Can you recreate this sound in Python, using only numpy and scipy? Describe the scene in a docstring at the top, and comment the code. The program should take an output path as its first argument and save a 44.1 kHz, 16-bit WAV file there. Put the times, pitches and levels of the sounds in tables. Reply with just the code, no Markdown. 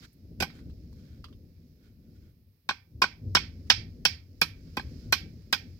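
"""In a dry ravine, about two metres away, a hatchet chops at a wooden stake held upright on stony ground.
The edge bites, fibres crack, the stake rings and thumps into the soil; after some chops it knocks again.
Ground and lumber scatter each blow, chips and grit land, and the slopes return a faint tail.
Wood slides in the hands between blows, and a breeze rumbles under a thin hiss."""
import sys
import numpy as np
from scipy import signal
from scipy.fft import rfft, irfft, next_fast_len
from scipy.io import wavfile

SR = 44100
rng = np.random.default_rng(int(sys.argv[2]) if len(sys.argv) > 2 else 0)


def generate_wav(sig):
    """Save sig (samples, or channels by samples) to the path in sys.argv[1] as 16-bit PCM at SR."""
    pcm = np.round(np.clip(np.atleast_2d(sig).T, -1, 1) * 32767).astype(np.int16)
    wavfile.write(sys.argv[1], SR, pcm)


N = 255339
HIT_SAMPLES = 20000  # one hit with its tail
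TIME, AGE = np.arange(N) / SR, np.arange(HIT_SAMPLES) / SR  # seconds into the scene, into a hit


def undb(db):
    """Decibels to gain."""
    return 10 ** (np.asarray(db) / 20)


def unit_rms(x):
    """Scale to rms 1."""
    return x / np.sqrt(np.mean(x ** 2))


def unit_energy(x):
    """Scale to an average energy of 1 per channel."""
    return unit_rms(x) / np.sqrt(x.shape[-1])


def on_log(hz, points):
    """Read (Hz, value) points on a log-frequency axis."""
    point_hz, values = np.transpose(points)
    return np.interp(np.log(np.maximum(hz, 1)), np.log(point_hz), values)


def eq(x, points):
    """Minimum-phase EQ through (Hz, dB) points."""
    size = 2 * next_fast_len(x.shape[-1])
    hz = np.arange(size // 2 + 1) * SR / size
    cepstrum = irfft(np.log(undb(on_log(hz, points))))
    cepstrum[1:size // 2] *= 2
    cepstrum[size // 2 + 1:] = 0
    return irfft(rfft(x, size) * np.exp(rfft(cepstrum)))[..., :x.shape[-1]]


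def boost(x, hz, lift_db, width):
    """Peak EQ round one frequency; width is a share of that frequency."""
    return eq(x, [(hz / (1 + width), 0), (hz, lift_db), (hz * (1 + width), 0)])


def band(x, edges_hz, kind="band", order=3):
    """Butterworth filter."""
    return signal.sosfilt(signal.butter(order, edges_hz, kind, fs=SR, output="sos"), x + 1e-18)


def convolve(x, response):
    """Pass a mono hit through a stereo response."""
    return signal.fftconvolve(x[None], response, axes=1)[:, :HIT_SAMPLES]


def delay(x, s):
    """Delay by s seconds."""
    return np.pad(x, (int(s * SR), 0))[:len(x)]


def add(out, s, hit):
    """Mix a hit in at s seconds."""
    start = int(s * SR)
    out[:, start:start + HIT_SAMPLES] += hit[:, :N - start]


def diffuse(size, alike_hz=900):
    """Noise from all round: nearly mono in the bass, wide in the treble."""
    mid, side = rfft(rng.standard_normal((2, size)))
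    hz = np.arange(len(mid)) * SR / size
    alike = 0.97 / (1 + (hz / alike_hz) ** 4)
    mid, side = mid * np.sqrt(1 + alike), side * np.sqrt(1 - alike)
    return irfft(np.array([mid + side, mid - side]), size)


def waver(per_s):
    """Slow random wander with a spread near 1."""
    knots = np.arange(0, N / SR + 1, 1 / per_s)
    return np.interp(TIME, knots, rng.standard_normal(len(knots)))


def swell(middle_s, length_s):
    """Smooth rise and fall, above half height for length_s."""
    return np.cos(np.pi / 2 * np.clip((TIME - middle_s) / length_s, -1, 1)) ** 2


# The breeze's bass-heavy tone. Each row: frequency in Hz, gain in dB.
BREEZE_EQ = [(13, -41.5), (22, -22.5), (43, -10), (93, 0.5), (134, -6), (162, -5.5), (196, -14.5),
             (226, -10.5), (322, -20), (360, -24), (487, -29), (787, -42), (1000, -49.5), (1300, -83.5),
             (2200, -120)]
# The fader ride on the breeze. 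Each row: time in seconds, gain in dB.
BREEZE_RIDE = [(0, -50.5), (0.12, -67.5), (0.25, -50.5), (0.95, -48), (1.25, -52.5), (1.75, -58),
               (2.25, -55), (2.62, -71.5), (2.72, -57), (2.85, -65), (2.98, -48.5), (3.13, -56),
               (3.28, -45.5), (3.55, -49), (3.8, -48.5), (4.3, -54), (4.95, -46.5), (5.79, -56.5)]
# Gusts buffeting the microphones. Each row: middle in seconds, length in seconds, rise in dB.
GUSTS = [(0.411, .06, 11.5), (0.693, 0.071, 8.5), (3.301, .08, 6), (3.786, 0.066, 10.5), (4.02, 0.21, 5),
         (4.55, 0.3, 3.5), (4.871, 0.17, 6), (5.084, 0.074, 11), (5.313, 0.091, 7.5), (5.65, 0.34, 6)]

def breeze(rumble_db=4, rush_db=1.5, flutter_db=2.5, rush_flutter_db=2.18, gust_share=0.44, split_hz=60):
    """Moving air rumbles unevenly under a softer rush; gusts lift mostly the rumble."""
    ride_db = np.interp(TIME, *np.transpose(BREEZE_RIDE))
    gust_db = sum(db * swell(s, length_s) for s, length_s, db in GUSTS)
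    air = eq(diffuse(N), BREEZE_EQ)
    bass = unit_rms(band(air, 120, "low"))
    sub = band(bass, split_hz, "low") * undb(flutter_db * waver(9))
    buffet = band(bass, split_hz, "high") * undb(flutter_db * waver(16))
    rumble = (sub + buffet) * undb(rumble_db + gust_db)
    rush = unit_rms(band(air, [130, 620]))
    rush *= undb(rush_db + gust_share * gust_db + rush_flutter_db * waver(25))
    return undb(ride_db) * (rumble + rush)


# The fader ride on the background hiss. Each row: time in seconds, gain in dB.
HISS_RIDE = [(0, -64), (0.14, -80), (0.599, -79), (0.85, -76.5), (1.069, -76.5), (1.4, -79.5),
             (1.95, -82.5), (2.2, -78.5), (2.45, -89.5), (2.9, -86), (3.251, -77.5), (3.701, -72),
             (4.301, -79.5), (4.621, -72.5), (4.9, -67.5), (5.348, -74), (5.79, -72.5)]
# The tone of the hiss, then of the microphones' noise floor. Each row: frequency in Hz, gain in dB.
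HISS_EQ = [(600, -5.5), (1000, -5), (1500, -1), (2300, -2.5), (3000, -5), (3700, -6), (4400, -2.5),
           (5200, 2.5), (7000, -5.5), (9000, -11.5), (12000, -10.5), (16000, -14.5)]
FLOOR_EQ = [(500, -2), (3000, -9.5), (7000, -18), (9000, -5.5), (11000, -5.5), (13500, 2.5), (16000, -2)]

def hiss(trim_db=-3.5, floor_db=-79, low_waver_db=2, high_waver_db=1.3, split_hz=3000):
    """A thin hiss swells and fades, highs and lows wavering apart, over steady microphone noise."""
    ride_db = np.interp(TIME, *np.transpose(HISS_RIDE))
    noise = unit_rms(eq(diffuse(N), HISS_EQ))
    highs = band(noise, split_hz, "high") * undb(high_waver_db * waver(9))
    lows = band(noise, split_hz, "low") * undb(low_waver_db * waver(7))
    floor = undb(floor_db) * unit_rms(eq(diffuse(N), FLOOR_EQ))
    return (highs + lows) * undb(ride_db + trim_db) + floor


# Resonances of the rubbed wood. Each row: centre in Hz, width in Hz, gain in dB.
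RUBBED_WOOD = [(1490, 180, 1.5), (2210, 180, -12.5), (3130, 120, -8.5)]
# Shifts of grip. Each row: middle in seconds, length in seconds, level in dB.
GRIP_SHIFTS = [(0.038, 0.032, -52.5), (0.59, 0.16, -69), (1.058, 0.14, -71.5), (1.172, 0.081, -71),
               (1.844, .16, -77), (2.171, 0.24, -80), (4.9, 0.58, -74.5)]

def scrapes(grain_db=6, catch_db=6, rasp_db=-15, right_db=-4):
    """Wood slides through the hands, catching unevenly; dense stick-slip grains make it ring."""
    grains = diffuse(N) * undb(grain_db * rng.standard_normal(N) + catch_db * waver(25))
    wood = sum(undb(db) * band(grains, [hz - width / 2, hz + width / 2], order=1)
               for hz, width, db in RUBBED_WOOD)
    rasp = undb(rasp_db) * band(grains, [600, 6000], order=1)
    envelope = sum(undb(db) * swell(s, length_s) for s, length_s, db in GRIP_SHIFTS)
    return unit_rms(wood + rasp) * undb([[0], [right_db]]) * envelope


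# Chips and grit landing, and small knocks of the handle.
# Each row: start in seconds, level in dB before the trim, brightness in dB.
CHIPS = [(0.13, -54, 13), (0.501, -44, -32), (0.59, -51, -31), (0.6973, -56, -18), (0.9278, -55, -9),
         (1.2421, -35.5, -24), (1.284, -52, -21), (1.3264, -54.5, -30), (3.6707, -57, -9),
         (5.4222, -60, -6.5)]

def chips(trim_db=13, decay_s=0.0018, tail_db=-21):
    """Tiny impacts give dry ticks, from dull wood to bright grit."""
    out, tail = np.zeros((2, N)), undb(tail_db) * slopes()
    for s, db, bright_db in CHIPS:
        tick = rng.standard_normal(HIT_SAMPLES) * np.exp(-AGE / decay_s)
        tick = eq(tick, [(500, -24), (850, -4.5), (1250, 4.5), (2200, -4), (5000, -11),
                         (9000, bright_db + 3.5), (14000, bright_db - 1.5)])
        placed = convolve(tick, near_paths(scatter_db=-1) + tail)
        add(out, s, undb(db + trim_db) * unit_energy(placed))
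    return out


# The phone's body shading its right microphone port. Each row: frequency in Hz, gain in dB.
SHADE_EQ = [(900, -1), (1500, -8.5), (2500, -8), (5000, -15), (9000, -17), (15000, -9)]
# The tone of the early reflections. Each row: frequency in Hz, gain in dB.
SCATTER_EQ = [(500, -11.5), (1200, -2.5), (1700, -13), (2500, -0.5), (5500, -1), (8000, -3.5),
              (13000, -4.5)]

def near_paths(scatter_db, rise_s=0.0007, decay_s=0.011, right_lag_samples=6):
    """Direct sound, reaching the left port first, and dense scatter off stones and lumber."""
    left = signal.unit_impulse(HIT_SAMPLES)
    right = eq(signal.unit_impulse(HIT_SAMPLES, right_lag_samples), SHADE_EQ)
    scatter = diffuse(HIT_SAMPLES, alike_hz=1500) * np.exp(-AGE / decay_s) * (1 - np.exp(-AGE / rise_s))
    return np.array([left, right]) + undb(scatter_db) * eq(unit_energy(scatter), SCATTER_EQ)


# The ravine's reverb time. 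Each row: frequency in Hz, seconds to fall 60 dB.
RAVINE_DECAY = [(300, 0.1), (900, 0.32), (1600, 0.24), (2500, 0.3), (5000, 0.11), (8000, 0.22),
                (15000, 0.17)]

def slopes(rise_s=0.081):
    """The ravine walls return a short tail that blooms and hangs longest in the mids."""
    noise = diffuse(HIT_SAMPLES)
    edges_hz = np.geomspace(150, 19200, 8)
    tail = np.zeros_like(noise)
    for low, high in zip(edges_hz, edges_hz[1:]):
        t60 = on_log(np.sqrt(low * high), RAVINE_DECAY)
        tail += band(noise, [low, high]) * undb(-60 * AGE / t60)
    tail *= 1 - np.exp(-AGE / rise_s)
    tone = [(400, 4), (1100, -16), (1550, -7.5), (1900, -3.5), (2350, 0), (2800, -2.5),
            (3300, 4), (3900, -3.5), (5000, 1.5), (8000, 0), (14000, 1)]
    return unit_energy(eq(tail, tone))


def ring(modes, detune, spread_db=2.43):
    """Struck modes die away; each blow lands elsewhere, so their balance and tuning vary a little."""
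    hz, db, t60 = np.transpose(modes)[:, :, None]
    weight, shift = rng.standard_normal((2, len(modes), 1))
    polarity = (-1) ** np.arange(len(modes))[:, None]
    envelopes = undb(db + spread_db * weight - 60 * AGE / t60)
    waves = polarity * np.sin(2 * np.pi * hz * (1 + detune * shift) * AGE)
    return unit_energy((envelopes * waves).sum(0))


# The tone of cracking fibres. Each row: frequency in Hz, gain in dB.
FIBRE_EQ = [(200, -18), (700, -13.5), (1500, 5), (3000, 0.5), (3800, -2.5), (4600, -1.5), (5600, 2),
            (6800, -9.5), (8000, -6.5), (9300, -15), (11000, -11), (13500, -8), (16000, -20)]

def fibres(db, bite_db, firm_db=-21.5, firm_tear_s=0.0025, growth_per_db=0.2, top_hz=6800):
    """Fibres give way: returns a run of snaps, longer in a harder blow, and a single sharp crack."""
    tear_s = firm_tear_s * np.exp(growth_per_db * (db - firm_db))
    snaps = rng.standard_normal(HIT_SAMPLES) * undb(6 * rng.standard_normal(HIT_SAMPLES))
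    snaps *= np.exp(-AGE / tear_s)
    return [undb(bite_db) * band(unit_energy(eq(push, FIBRE_EQ)), top_hz, "low")
            for push in (snaps, signal.unit_impulse(HIT_SAMPLES))]


def edge_tick(decay_s=0.0024):
    """The edge meets the fibres with a tick of top end."""
    noise = rng.standard_normal(HIT_SAMPLES) * np.exp(-AGE / decay_s)
    return unit_energy(band(eq(noise, FIBRE_EQ), 8000, "high"))


# Modes of the hand-damped stake with the blade in it, then of its foot on packed soil.
# Each row: pitch in Hz, relative level in dB, seconds to fall 60 dB.
STAKE_MODES = [(810, -2.5, 0.027), (950, -5, 0.016), (1133, -0.5, 0.014), (1305, -9, 0.055),
               (1521, 10, 0.027), (1611, 9, 0.02), (1902, -5, 0.022), (2227, -8.5, 0.06),
               (2453.4, -3.5, 0.03), (3114, -2.5, 0.02), (3353, -10.5, 0.034), (4180, -11, 0.035),
               (4660, -10, 0.01), (5183, -13.5, 0.04), (5490, -13.5, 0.024), (8050, -19, 0.015)]
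SOIL_MODES = [(162, -7.5, 0.087), (247, 1.5, 0.032), (365, 1, 0.022), (502, -2.5, 0.034)]

def chop(db, thud_db, bite_db, edge_db, spill_db, tear_db=-1, wedge_db=-1.5, usual_bite_db=-8.5):
    """The edge ticks in, fibres tear, the wedge rings the stake and drives its foot into the soil."""
    tearing, crack = fibres(db, bite_db)
    edge = undb(edge_db) * edge_tick()
    # the blade stops dead as it wedges: one sharp crack, and the stake rings from that moment
    stake = ring(STAKE_MODES, detune=0.01) + undb(wedge_db) * crack
    thud = undb(thud_db) * ring(SOIL_MODES, detune=0.006)
    body = delay(stake, 0.0022) + delay(thud, 0.004)
    contact = edge + undb(tear_db) * delay(tearing, 0.001) + body
    near = unit_energy(convolve(contact, near_paths(spill_db))) * np.linalg.norm(contact)
    # the slopes gather the crack from all directions, and return more of a blow that spills more
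    send = 0.5 * body + 1.4 * crack + 0.68 * edge
    far = undb(-18.5 + 0.27 * spill_db) * convolve(send, slopes())
    treble_db = 0.43 * (bite_db - usual_bite_db)  # a deeper bite is brighter
    gain = undb(db) * np.sqrt(0.012 * SR)  # unit energy plays at db rms over 12 ms
    return gain * eq(near + far, [(2200, 0), (5000, treble_db), (9000, 0)])


# The hatchet blows. Each row: start in seconds, gain in dB, then soil thud, fibre bite and edge tick
# in dB relative to it, knock pitch in Hz, knock boost in dB, spill into the surroundings in dB.
BLOWS = [(0.401, -37, 6.5, -7.5, -8.5, 721, 14, 11), (0.422, -28, -5.5, -10.5, -12.5, 850, 10.7, 0.5),
         (2.689, -27, -17.5, -9, -23, 1042, 18.2, -2.5), (3.017, -21, -16, -8.5, -23, 1020, 12, 2),
         (3.349, -19.5, -13, -3.5, -18, 1038, 4.3, -1.5), (3.699, -22.5, -14, 0.5, -17, 805, 9, 0.5),
         (4.051, -24.5, -13.5, -0.5, -8.5, 984, 5.5, -1.5), (4.414, -23.5, -9, -7.5, -8.5, 1093, 8.5, 0.5),
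         (4.769, -32.5, -0.5, -11, -12, 1029, 18.5, -3.5), (5.124, -21.5, -20, -4.5, -9, 797, 2.6, -1.5),
         (5.526, -23.5, -17.5, -7, -11.5, 804, 2.04, 1)]
# Blunt second knocks as the stake springs back on the blade. Each row: start in seconds, gain in dB.
REBOUNDS = [(2.707, -32.5), (3.038, -23.5), (3.366, -23), (3.712, -29), (4.794, -38)]

def hatchet():
    """Early blows, then a run about three a second; the point of impact favours one knock pitch."""
    out = np.zeros((2, N))
    for s, db, thud_db, bite_db, edge_db, knock_hz, knock_db, spill_db in BLOWS:
        blow = chop(db, thud_db, bite_db, edge_db, spill_db)
        add(out, s, boost(blow, knock_hz, knock_db, width=0.35))
    for s, db in REBOUNDS:
        knock = chop(db, thud_db=-21, bite_db=-14, edge_db=-32.5, spill_db=-7)
        add(out, s, boost(knock, hz=990, lift_db=6, width=0.25))
    # long waves reach both ports alike, so the low end narrows
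    side = (out[0] - out[1]) / 2
    side -= 0.9 * signal.sosfiltfilt(signal.butter(2, 900, fs=SR, output="sos"), side)
    return out.mean(0) + np.array([side, -side])


def scene():
    """Chops, falling chips and shifts of grip over a bed of breeze and hiss."""
    return hatchet() + chips() + scrapes() + breeze() + hiss()


# Cavity resonances of the right microphone port. Each row: frequency in Hz, gain in dB.
RIGHT_PORT_EQ = [(100, -1.56), (400, -0.5), (950, 4), (1520, 4), (1850, 9), (2400, 11.5), (3100, 9),
                 (4200, 15), (5150, 13.5), (5900, 8), (7000, 7), (9000, -2), (13000, 6)]

def record(dry, ceiling=0.85, top_hz=15900):
    """The right port adds its resonances; the phone clips at its ceiling and cuts the top."""
    ports = np.array([dry[0], eq(dry[1], RIGHT_PORT_EQ)])
    high_cut = signal.ellip(8, 0.2, 70, top_hz, fs=SR, output="sos")
    return signal.sosfilt(high_cut, np.clip(ports, -ceiling, ceiling))


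dry = scene()
out = record(dry)
generate_wav(out)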